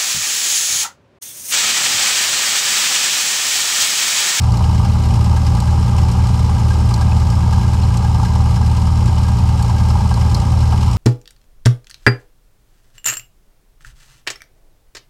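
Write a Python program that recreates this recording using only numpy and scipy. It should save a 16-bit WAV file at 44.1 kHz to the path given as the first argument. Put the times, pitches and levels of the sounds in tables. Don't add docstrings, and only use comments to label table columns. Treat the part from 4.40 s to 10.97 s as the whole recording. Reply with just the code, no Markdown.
import sys
import numpy as np
from scipy import signal
from scipy.io import wavfile

SR = 44100
rng = np.random.default_rng(int(sys.argv[2]) if len(sys.argv) > 2 else 0)


def to_wav(s):
    ch = np.atleast_2d(s).T
    pcm = np.round(np.clip(ch, -1, 1) * 32767)
    wavfile.write(sys.argv[1], SR, pcm.astype(np.int16))


N = 289737
TIME = np.arange(N) / SR


def gain_of(db):
    return 10 ** (np.asarray(db) / 20)


def unit_rms(x):
    return x / np.sqrt(np.mean(x ** 2) + 1e-20)


def colour(x, points):
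    hz, db = np.transpose(points)
    grid = abs(np.fft.fftfreq(2 ** 16, 1 / SR))
    log_gain = np.log(gain_of(np.interp(np.log(grid + 1), np.log(hz + 1), db)))
    response = np.fft.ifft(np.exp(np.conj(signal.hilbert(log_gain)))).real
    return signal.fftconvolve(x, response[:SR // 4])[:N]


def clicks(times, sizes):
    return np.bincount(np.maximum(np.round(times * SR), 0).astype(int), sizes, N)[:N]


def bursts(times, sizes, rise, decay):
    t = TIME[:SR // 5]
    shape = (1 - np.exp(-t / rise)) * np.exp(-t / decay)
    return signal.fftconvolve(clicks(times, sizes), shape / shape.max())[:N]


def noise(envelope, points):
    white = rng.standard_normal(N)
    return colour(white * envelope, points) / np.std(colour(white, points))


def scatter(times, spread_db):
    return gain_of(spread_db * rng.standard_normal(len(times)))


def drift(seconds):
    knots = np.arange(0, TIME[-1] + seconds, seconds)
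    return unit_rms(np.interp(TIME, knots, rng.standard_normal(len(knots))))


def ring(blows, hz, width_hz):
    t = TIME[:SR // 5]
    mode = np.sqrt(2) * np.exp(-np.pi * width_hz * t) * np.sin(2 * np.pi * hz * t)
    return signal.fftconvolve(blows, mode)[:N]


def struck(rows, width_hz, trim_db=0):
    return sum(ring(clicks(np.array([s]), [gain_of(db + trim_db)]), hz, width_hz) for s, db, hz in rows)


# place in the cycle from 0 to 1, exhaust push (negative where a misfire
# sucks gas back), relative rattle in dB, relative hiss in dB.
CYLINDERS = [(.141, -1.07, -17, -1.5), (.309, 0.81, -7.5, 2), (.477, 1.34, -16.5, -13),
             (.643, -0.78, -22, -5), (.811, 1.33, -8.5, -3), (.978, 0.74, -21.5, -9.5)]

def strokes(cycles):
    count = int(cycles[-1]) + 1
    place, push, rattle_db, hiss_db = np.tile(CYLINDERS, (count, 1)).T
    place = place + np.repeat(np.arange(count), len(CYLINDERS))
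    times = np.interp(place, cycles, TIME)
    return np.array([times, push, rattle_db, hiss_db])[:, place < cycles[-1]]


# frequency in Hz, relative density in dB.
HISS_SPECTRUM = [(1750, -15.5), (2000, -1.5), (2650, -3), (2950, 0.5), (3500, -5), (4100, -3), (4500, -3),
                 (5350, 0.5), (5900, -5), (8600, -8), (9900, -17.5), (11200, -13.5), (13500, -24),
                 (15200, -66)]

def hiss(times, hiss_db, extra_rpm, delay_s=0.0027, level_db=-38, db_per_rpm=0.12):
    sizes = gain_of(hiss_db) * scatter(times, spread_db=3.5)
    puffs = bursts(times + delay_s, sizes, rise=0.0024, decay=0.0088)
    level = gain_of(level_db + db_per_rpm * extra_rpm)
    return noise(level * unit_rms(1 + puffs), HISS_SPECTRUM)


# pitch in Hz, width in Hz, relative level in dB.
LOOSE_PARTS = [(2040, 140, -8), (2530, 110, -5.5), (2965, 100, -7), (4030, 100, -3), (4820, 130, -8),
               (5290, 83, -2.5), (7000, 300, -4), (8660, 140, -6.5), (10900, 350, -13)]
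# start in seconds, level in dB, pitch in Hz.
LOUD_CLINKS = [(.24, -28, 2870), (1.064, -29, 5130), (2.72, -27, 2580), (4.775, -31.5, 2950),
               (3.435, -29, 4130), (5.501, -29, 5200), (6.322, -29, 2950)]

def clinks(times, mean_delay_s=0.007, level_db=-50):
    out = struck(LOUD_CLINKS, width_hz=81)
    for hz, width_hz, db in LOOSE_PARTS:
        hits = times + rng.exponential(mean_delay_s, len(times))
        blows = clicks(hits, scatter(times, spread_db=3.5))
        out += gain_of(level_db + db) * unit_rms(ring(blows, hz, width_hz))
    return out


# rough time in seconds, relative level in dB.
LOUD_PINGS = [(.965, -24), (1.279, -27), (2.305, -26), (3.129, -28), (3.644, -26), (3.848, -24.5),
              (5.711, -26)]

def tappet(cycles, open_phase=0.37, ring_hz=1610, open_db=-34, shut_db=-39, clack_db=-43):
    whole = np.arange(int(cycles[-1]))
    opens, shuts = np.interp([whole + open_phase, whole + 1], cycles, TIME)
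    sizes = gain_of(open_db) * scatter(opens, spread_db=1.5)
    for s, db in LOUD_PINGS:
        sizes[np.argmin(abs(opens - s))] = gain_of(db)
    blows = clicks(opens, sizes) + clicks(shuts, gain_of(shut_db) * scatter(shuts, spread_db=5.5))
    clacks = bursts(opens + 0.0037, gain_of(clack_db) * unit_rms(sizes), rise=0.00074, decay=0.0054)
    cover = [(1400, -33.5), (1540, -16.5), (1610, -4.0), (1685, -10.0), (1800, -33.5), (4000, -68)]
    pings = gain_of(4) * colour(ring(blows, ring_hz, width_hz=51), cover)
    chatter = bursts(opens, gain_of(-14) * sizes, rise=0.0026, decay=0.0088) + gain_of(-51)
    return pings + noise(clacks, HISS_SPECTRUM) + noise(chatter, cover)


# frequency in Hz, relative density in dB.
RATTLE_SPECTRUM = [(390, -23.5), (660, -4.5), (684, -16), (771, 5.5), (816, 3.5), (918, 3.5), (1010, 0),
                   (1070, -6), (1210, 0), (1460, -14.5), (1500, -19), (1540, -15), (2000, -47),
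                   (3390, -120)]
# pitch in Hz, width in Hz, relative level in dB.
PANEL_MODES = [(803, 32, 0.5), (885, 45, 3), (976, 65, -1), (1143, 82, -5.5)]
# start in seconds, relative level in dB, panel pitch in Hz.
LOUD_KNOCKS = [(0.207, -16.5, 934), (0.928, -20, 899), (1.148, -17.5, 870), (1.323, -20, 845),
               (1.751, -18.5, 786), (2.094, -18, 834), (2.539, -21, 891), (3.122, -23, 902),
               (3.831, -17.5, 840), (4.002, -23, 886), (5.712, -15.5, 770), (5.773, -17.5, 950),
               (6.325, -14, 798)]

def cowling(times, rattle_db, delay_s=0.00252, steady=0.6, shake_db=-32, panels_db=-35):
    force = gain_of(rattle_db) * scatter(times, spread_db=3.0)
    jolts = bursts(times + delay_s, force, rise=0.0011, decay=0.0097)
    shake = gain_of(shake_db) * unit_rms(steady + jolts)
    knock_times, knock_db, _ = np.transpose(LOUD_KNOCKS)
    knocks = bursts(knock_times, gain_of(knock_db - 8), rise=0.00076, decay=0.01)
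    rattle = noise(np.hypot(shake, knocks), RATTLE_SPECTRUM)
    clanks = np.zeros(N)
    for hz, width_hz, db in PANEL_MODES:
        hits = times + delay_s + rng.exponential(0.005, len(times))
        blows = clicks(hits, np.sqrt(force) * scatter(times, spread_db=2.5))
        clanks += gain_of(db) * unit_rms(ring(blows, hz, width_hz))
    radiation = [(300, -14.0), (660, -13.0), (770, -1.0), (1300, -1.0), (1800, -10.0)]
    knock_rings = colour(struck(LOUD_KNOCKS, width_hz=56, trim_db=-1), radiation)
    return rattle + knock_rings + gain_of(panels_db) * unit_rms(colour(clanks, radiation))


# frequency in Hz, relative density in dB.
WASH_SPECTRUM = [(8, -35), (45, -9.5), (100, 10), (130, 5.5), (165, 0.5), (215, 3.5), (270, -8.5),
                 (400, -11), (470, -14), (620, -14.5), (700, -32), (1500, -27), (1850, -33.5),
                 (4000, -54.5)]

def propeller_wash(cycles, extra_rpm, level_db=-24, db_per_rpm=0.12, gust_db=0.5, chop=0.18):
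    blades = np.cos(2 * np.pi * 4 * cycles)
    level = gain_of(level_db + db_per_rpm * extra_rpm + gust_db * drift(seconds=0.6))
    return noise(level * unit_rms(1 + chop * blades), WASH_SPECTRUM)


# multiple of the engine cycle rate, level in dB.
DRONE_HARMONICS = [(8, -31), (12, -18.5), (15, -35), (18, -27.5), (20, -42.5), (24, -45)]

def drone(cycles, lag_cycles=0.0978):
    phase = 2 * np.pi * (cycles - lag_cycles)
    return sum(gain_of(db) * np.sqrt(2) * np.cos(k * phase) for k, db in DRONE_HARMONICS)


# time in seconds, an unused peak level in dB,
# relative chirp level in dB, relative sizzle level in dB.
HARD_CATCHES = [(0.1201, -23, -35, -38), (0.1715, -22, -32, -35), (1.1494, -23, -36, -38),
                (1.2027, -18, -28, -31), (1.715, -20, -34, -35), (1.8706, -26, -35, -36),
                (2.54, -17, -25, -27.5), (2.9018, -23, -35, -35), (3.5713, -20, -30, -29.5),
                (3.8307, -21, -37, -38), (4.6583, -24, -41, -40), (5.2255, -21, -31, -30),
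                (5.7404, -20, -27, -36), (5.9463, -14, -19, -31), (5.9998, -20, -31, -38),
                (6.5126, -24, -34, -35.5)]
# frequency in Hz, relative density in dB.
CHIRP_SPECTRUM = [(2000, -15), (3600, -17), (4200, 7.5), (5200, 0), (6100, -10), (10000, -45)]
SIZZLE_SPECTRUM = [(3000, -8), (6000, 0.5), (7800, 3.5), (9800, -8.5), (11800, -6), (13500, -24),
                   (15000, -21)]

def spits(lead_s=0.0011):
    times, _, chirp_db, sizzle_db = np.transpose(HARD_CATCHES)
    chirps = bursts(times - lead_s, gain_of(chirp_db - 2), rise=0.0017, decay=0.0034)
    sizzles = bursts(times - lead_s, gain_of(sizzle_db + 1), rise=0.0013, decay=0.0037)
    return noise(chirps, CHIRP_SPECTRUM) + noise(sizzles, SIZZLE_SPECTRUM)


def lean_firing(times, push, first_push=1.77, fourth_push=1.1, soft_push=1.52, refill_cycles=3):
    push, count = push.copy(), len(CYLINDERS)
    hard = np.array([np.argmin(abs(times - row[0])) for row in HARD_CATCHES])
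    hard_in_first = hard[hard % count == 0]
    push[hard] = fourth_push
    push[hard_in_first] = first_push
    refill = refill_cycles * count
    for last, following in zip(hard_in_first, hard_in_first[1:]):
        push[last + refill:following - refill + 1:refill] = soft_push
    return push


# frequency in Hz, relative gain in dB.
PIPE_RESPONSE = [(3, -41), (22, -13), (40, 6), (60, 8.5), (80, 16.5), (105, 7), (135, -10), (175, -2.5),
                 (215, -13.5), (260, -16), (330, -23.5), (700, -33.5), (1500, -87.5)]

def exhaust(times, push, spread=0.06, lean_spread=0.22, level_db=-14.5):
    unevenness = np.where(push < 0, lean_spread, spread) * rng.standard_normal(len(times))
    pulses = clicks(times, lean_firing(times, push) + unevenness)
    return gain_of(level_db) * unit_rms(colour(pulses, PIPE_RESPONSE))


# time in seconds, engine speed in turns per minute.
IDLE_SPEED = [(0.0, 1163.2), (0.54, 1167.1), (1.03, 1161.8), (1.63, 1169.4), (2.14, 1164.2), (4.86, 1160.1),
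              (6.27, 1169.9), (6.57, 1162.5)]

def scene():
    rpm = np.interp(TIME, *np.transpose(IDLE_SPEED))
    cycles = np.cumsum(rpm / 60 / 2) / SR
    extra_rpm = rpm - rpm.mean()
    times, push, rattle_db, hiss_db = strokes(cycles)
    gas = exhaust(times, push) + hiss(times, hiss_db, extra_rpm) + spits()
    metal = cowling(times, rattle_db) + clinks(times) + tappet(cycles)
    return (gas + metal + drone(cycles) + propeller_wash(cycles, extra_rpm))[None]


def record(dry):
    lowpass = signal.firwin(511, 15250, window=("kaiser", 9), fs=SR)
    return signal.oaconvolve(dry, lowpass[None], "same")


dry = scene()
out = record(dry)
to_wav(out)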